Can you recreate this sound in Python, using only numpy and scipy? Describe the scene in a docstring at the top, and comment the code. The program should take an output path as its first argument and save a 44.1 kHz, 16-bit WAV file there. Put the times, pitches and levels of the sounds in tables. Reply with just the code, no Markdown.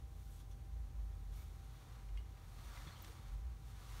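"""A quiet bedroom: low rumble, a faint appliance hum and microphone hiss run throughout.
Someone gathers long hair at one side of the neck, and strands hiss through the fingers.
Just after 2 s something small clinks twice. Shirt sleeves rub as the arms cross over, and around 3 s
nails and buttons tick, nails scrape and the arms bump softly against the body.
The last strokes gather the hair on the other side."""
import sys
import numpy as np
from scipy import signal
from scipy.fft import rfft, irfft
from scipy.io import wavfile
from scipy.ndimage import uniform_filter1d

SR = 44100
rng = np.random.default_rng(int(sys.argv[2]) if len(sys.argv) > 2 else 0)


def store_wav(level_fs):
    """Save 16-bit WAV to argv[1]."""
    pcm = np.round(np.clip(np.atleast_2d(level_fs), -1, 1) * 32767)
    wavfile.write(sys.argv[1], SR, pcm.T.astype(np.int16))


N = 176400


def amp(db):
    """Decibels to gain."""
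    return 10 ** (np.asarray(db) / 20)


def unit(x):
    """Scales to rms 1."""
    return x / np.sqrt(np.mean(x ** 2) + 1e-20)


def curve(points):
    """Joins (time_s, value) points by straight lines."""
    return np.interp(np.arange(N) / SR, *np.transpose(points))


def colour(x, points):
    """EQ through (freq_hz, gain_db) points."""
    hz, db = np.transpose(points)
    gain_db = np.interp(np.log(np.fft.rfftfreq(N, 1 / SR) + 1), np.log(hz), db)
    return irfft(rfft(x) * amp(gain_db), N)


def drift(rate_hz):
    """Random wander of rms 1 up to about the given rate."""
    lowpass = np.exp(-(np.fft.rfftfreq(N, 1 / SR) / rate_hz) ** 2)
    return unit(irfft(rfft(rng.standard_normal(N)) * lowpass, N))


def tone(hz):
    """A sine of rms 1 that follows a pitch curve."""
    return np.sqrt(2) * np.sin(2 * np.pi * (np.cumsum(hz) / SR + rng.random()))


def add(mix, start_s, sound):
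    """Mixes a sound in at a time."""
    part = mix[round(start_s * SR):][:len(sound)]
    part += sound[:len(part)]


def bedroom(x, wet_db, t60_s=0.36):
    """The room answers with a short, soft tail after a 4 ms pre-delay."""
    t = np.arange(SR // 2) / SR
    tail = rng.standard_normal(len(t)) * amp(-60 * t / t60_s) * (t > .004)
    return x + amp(wet_db) * signal.fftconvolve(x, tail / np.linalg.norm(tail))[:N]


def reflections(x, share=0.067, latest_s=.009, count=8):
    """Echoes from nearby surfaces ripple the rustle's spectrum."""
    hz = np.fft.rfftfreq(N, 1 / SR)
    delays = rng.uniform(0.000999, latest_s, size=count)
    signs = rng.choice([-1, 1], size=count)
    echoes = sum(sign * np.exp(-2j * np.pi * hz * delay) for delay, sign in zip(delays, signs))
    return irfft(rfft(x) * (1 + share * echoes), N) / np.sqrt(1 + count * share ** 2)


# EQ of the room tone: freq_hz, gain_db
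ROOM_EQ = [(20, -37), (33, -29), (45, 4), (65, -7), (85, -3), (100, -4), (140, -8.5), (190, -18.5),
           (280, -22.5), (550, -28.5), (800, -30.5), (1100, -31), (1800, -35), (2800, -38.5), (4000, -40),
           (8000, -43.5), (15500, -43)]


def room_tone(level_db=-57):
    """A steady, bass-heavy bed of room air and microphone hiss."""
    return amp(level_db) * unit(colour(rng.standard_normal(N), ROOM_EQ))


# Level rides of the deep and the upper room resonance: time_s, level_db
DEEP_RUMBLE_RIDE = [(0, -49), (.6, -55), (.81, -47), (.91, -53), (.99, -43.5), (1.2, -50), (1.5, -51.5),
                    (1.85, -61.5), (2.13, -44.5), (2.35, -56.5), (2.57, -51), (2.75, -53.5), (3.15, -60),
                    (3.35, -43.5), (3.62, -53), (4, -52)]
UPPER_RUMBLE_RIDE = [(0, -51), (.4, -65), (.75, -56.5), (1.35, -54), (1.7, -62), (2.4, -61), (3.1, -59.5),
                     (3.5, -61), (4, -61.5)]


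def rumble(deep_hz=51.6, upper_hz=80.27, wander_hz=5.03, flutter_db=2.0):
    """Two narrow room resonances wander in pitch and flutter in level."""
    return sum(tone(hz + wander_hz * drift(14.5)) * amp(curve(ride) + flutter_db * drift(9.8))
               for hz, ride in [(deep_hz, DEEP_RUMBLE_RIDE), (upper_hz, UPPER_RUMBLE_RIDE)])


# Partials of the hum: pitch_hz, level_db, waver_hz
HUM_PARTIALS = [(118.54, -65, 1.4), (237.6, -79.5, 1), (332.7, -82.5, 3), (420, -86.5, 4),
                (467, -85.5, 1.3), (575, -87.5, 7.97), (784, -76, 1.5), (1014, -85.5, 3.54)]


def appliance_hum():
    """An appliance drones at a steady level, each partial wavering slightly in pitch."""
    return sum(amp(db) * tone(hz + waver * drift(8)) for hz, db, waver in HUM_PARTIALS)


# Soft body thuds: start_s, level_db, pitch_hz
ARM_BUMPS = [(2.866, -47, 145), (3.057, -54, 131), (3.191, -51, 104)]


def arm_bumps(rise_s=0.0048, overtone=0.31):
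    """Arms meet the body in dull, quickly damped thuds."""
    out, t = np.zeros(N), np.arange(SR // 4) / SR
    envelope = t / rise_s * np.exp(1 - t / rise_s)
    for start, db, hz in ARM_BUMPS:
        phase = 2 * np.pi * hz * t
        add(out, start, amp(db) * envelope * (np.sin(phase) + overtone * np.sin(2.25 * phase)))
    return out


# Light clinks: start_s, level_db
CLINK_HITS = [(2.088, -71), (2.174, -56.5)]
# The ring of each clink: pitch_hz, gain_db, t60_s
RING_MODES = [(2140, 3.5, 0.032), (2440, -6, 0.046), (2872, -2, 0.12), (2960, -11, .15),
              (3210, -0.5, 0.032), (4520, -15, .15), (5300, -13, .04)]


def clinks(snap_db=-2, snap_s=0.0027):
    """A small hard object, perhaps jewellery, is knocked: a tiny snap and a brief high ring."""
    out, t = np.zeros(N), np.arange(SR // 2) / SR
    for start, db in CLINK_HITS:
        ring = sum(amp(gain - 60 * t / t60) * np.sin(2 * np.pi * (hz * t + rng.random()))
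                   for hz, gain, t60 in RING_MODES)
        soft_noise = unit(uniform_filter1d(rng.standard_normal(len(t)), size=4))
        snap = amp(snap_db) * np.exp(-t / snap_s) * soft_noise
        add(out, start, amp(db) * (ring + snap))
    return out


# Nail and button ticks: start_s, level_db, centre_hz, width_octaves, t60_s
TICK_HITS = [(2.372, -64.5, 1500, 0.67, 0.045), (2.771, -56.5, 1720, .5, 0.018),
             (2.871, -60.5, 1800, 0.46, 0.18), (3.022, -52, 14300, 0.091, 0.015),
             (3.045, -54, 2600, 1.07, 0.013), (3.095, -57.5, 440, 0.13, 0.053)]


def ticks(attack_s=.0005, hold_s=.003):
    """Fingernails and buttons tap, each a short noise burst in its own band."""
    out, t = np.zeros(N), np.arange(8192) / SR
    hz = np.fft.rfftfreq(len(t), 1 / SR) + 1
    for start, db, centre, width, t60 in TICK_HITS:
        band = np.exp(-.5 * (np.log2(hz / centre) / width) ** 2)
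        burst = unit(irfft(rfft(rng.standard_normal(len(t))) * band))
        envelope = np.minimum(t / attack_s, 1) * amp(db - 60 * np.maximum(t - hold_s, 0) / t60)
        add(out, start, burst * envelope)
    return out


# Thin scrapes: start_s, length_s, level_db, centre_hz, width_hz
NAIL_SCRAPES = [(.31, .07, -79, 8000, 250), (0.399, 0.014, -75, 3400, 160), (0.509, .025, -79, 3400, 160),
                (.512, .025, -77, 5870, 500), (1.367, 0.075, -75.5, 2270, 130),
                (1.35, .09, -74, 14100, 800), (2.865, 0.034, -64, 3420, 110),
                (2.869, 0.022, -70, 4400, 150), (2.906, 0.051, -69, 4280, 180),
                (2.954, 0.032, -69, 3170, 150)]


def nail_scrapes(fade_share=.3):
    """Nails skid along hair and cloth; quick, nearly regular slips give a fuzzy pitch."""
    out, hz = np.zeros(N), np.fft.rfftfreq(8192, 1 / SR)
    for start, length, db, centre, width in NAIL_SCRAPES:
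        phases = np.exp(2j * np.pi * rng.random(len(hz)))
        band = irfft(phases / (1 + ((hz - centre) / width) ** 2))
        compressed = band / np.sqrt(abs(signal.hilbert(band)))  # 2:1, for a fairly even strength
        scrape = unit(compressed[:round(length * SR)])
        add(out, start, amp(db) * scrape * signal.windows.tukey(len(scrape), fade_share))
    return out


def friction(slips_per_s, spread_db, hiss, clump_db, clump_hz):
    """Tiny fibre slips of uneven size over a smooth sliding hiss, swelling in clumps."""
    sizes = amp(spread_db * np.minimum(rng.exponential(1, N), 4))
    slips = (rng.random(N) < slips_per_s / SR) * sizes * rng.choice([-1., 1.], N)
    return (unit(slips) + hiss * rng.standard_normal(N)) * amp(clump_db * drift(clump_hz))


# Level ride of the sleeves, louder for faster arms: time_s, level_db
SLEEVE_RIDE = [(0, -82.5), (1.25, -75), (1.42, -70.5), (1.6, -73.5), (1.78, -68.5), (1.95, -66),
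               (2.12, -72.5), (2.28, -73.5), (2.48, -67.5), (2.6, -63.5), (2.77, -57.5), (2.96, -63),
               (3.06, -61.5), (3.2, -66), (3.3, -64.5), (3.38, -71.5), (3.6, -73), (3.8, -65), (4, -59.5)]
# EQ of the shirt cloth: freq_hz, gain_db
CLOTH_EQ = [(60, -30), (120, 7), (230, -10.5), (450, -6.5), (600, -7), (800, -5), (1000, -.5), (1220, 0.5),
            (1550, -6), (2150, -6.5), (2780, -11), (3700, -9.5), (4700, -11.5), (6000, -15.5),
            (8000, -16.5), (10000, -19.5), (15500, -19)]


def sleeves():
    """Cloth rubs on cloth as the arms move."""
    rub = friction(slips_per_s=2500, spread_db=3, hiss=1.01, clump_db=0.63, clump_hz=38)
    return unit(colour(rub, CLOTH_EQ)) * amp(curve(SLEEVE_RIDE))


# Strokes through the hair: peak_s, rise_s, fall_s, level_db, tilt_db_per_octave
HAIR_STROKES = [(.23, 0.12, 0.079, -75, 2.5), (.36, 0.071, 0.036, -70, 2.5), (.408, .012, 0.011, -69, -1.5),
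                (.518, 0.015, 0.013, -70.5, 2), (1.15, .1, 0.13, -85, 3), (1.365, .03, 0.03, -67, 2),
                (1.425, 0.014, 0.035, -72.5, 1.5), (1.75, 0.26, 0.11, -73.5, -1.5),
                (2.67, 0.17, 0.09, -71.5, .5), (3.07, 0.075, 0.072, -66.5, -1),
                (3.69, 0.031, 0.026, -72, -0.5), (3.96, 0.16, .1, -65.5, -1.5)]
# EQ of sliding hair, before each stroke's tilt: freq_hz, gain_db
HAIR_EQ = [(300, -11), (1200, 2.5), (2250, -3.5), (2700, -0.5), (3400, 2.5), (4500, 0), (6000, -2),
           (9000, -3), (12000, -2), (15500, -4.5)]


def hair(pivot_hz=5000):
    """Each stroke swells and fades as strands slide through the fingers."""
    out, t = np.zeros(N), np.arange(N) / SR
    rub = friction(slips_per_s=2800, spread_db=2.5, hiss=1.1, clump_db=0.8, clump_hz=60)
    for peak, rise, fall, db, tilt in HAIR_STROKES:
        tilted_eq = [(hz, gain + tilt * np.log2(hz / pivot_hz)) for hz, gain in HAIR_EQ]
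        swell = np.exp(-.5 * ((t - peak) / np.where(t < peak, rise, fall)) ** 2)
        out += unit(colour(rub, tilted_eq)) * amp(db) * swell
    return out


def scene():
    """The mono mix: handling sounds and drier ticks in the bedroom, over the background bed."""
    handling = reflections(sleeves() + hair()) + nail_scrapes() + arm_bumps() + clinks()
    foreground = bedroom(handling, wet_db=-9) + bedroom(ticks(), wet_db=-14)
    return (foreground + room_tone() + rumble() + appliance_hum())[None]


# Response of the microphone: freq_hz, gain_db
MICROPHONE_EQ = [(22, -16), (36, -7), (46, 0), (3000, -1.5), (3400, 0), (4600, -1), (5000, -3.5), (5600, 1),
                 (6800, 1), (7600, -2), (9200, 0.5), (9900, -1.5), (10400, -5), (11100, -1), (15500, -4.5)]


def record(dry):
    """The microphone thins the sub-bass and ripples the treble; a steep high cut follows."""
    high_cut = signal.firwin(1023, cutoff=15750, window=("kaiser", 9), fs=SR)
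    return signal.oaconvolve(colour(dry[0], MICROPHONE_EQ), high_cut, "same")[None]


dry = scene()
out = record(dry)
store_wav(out)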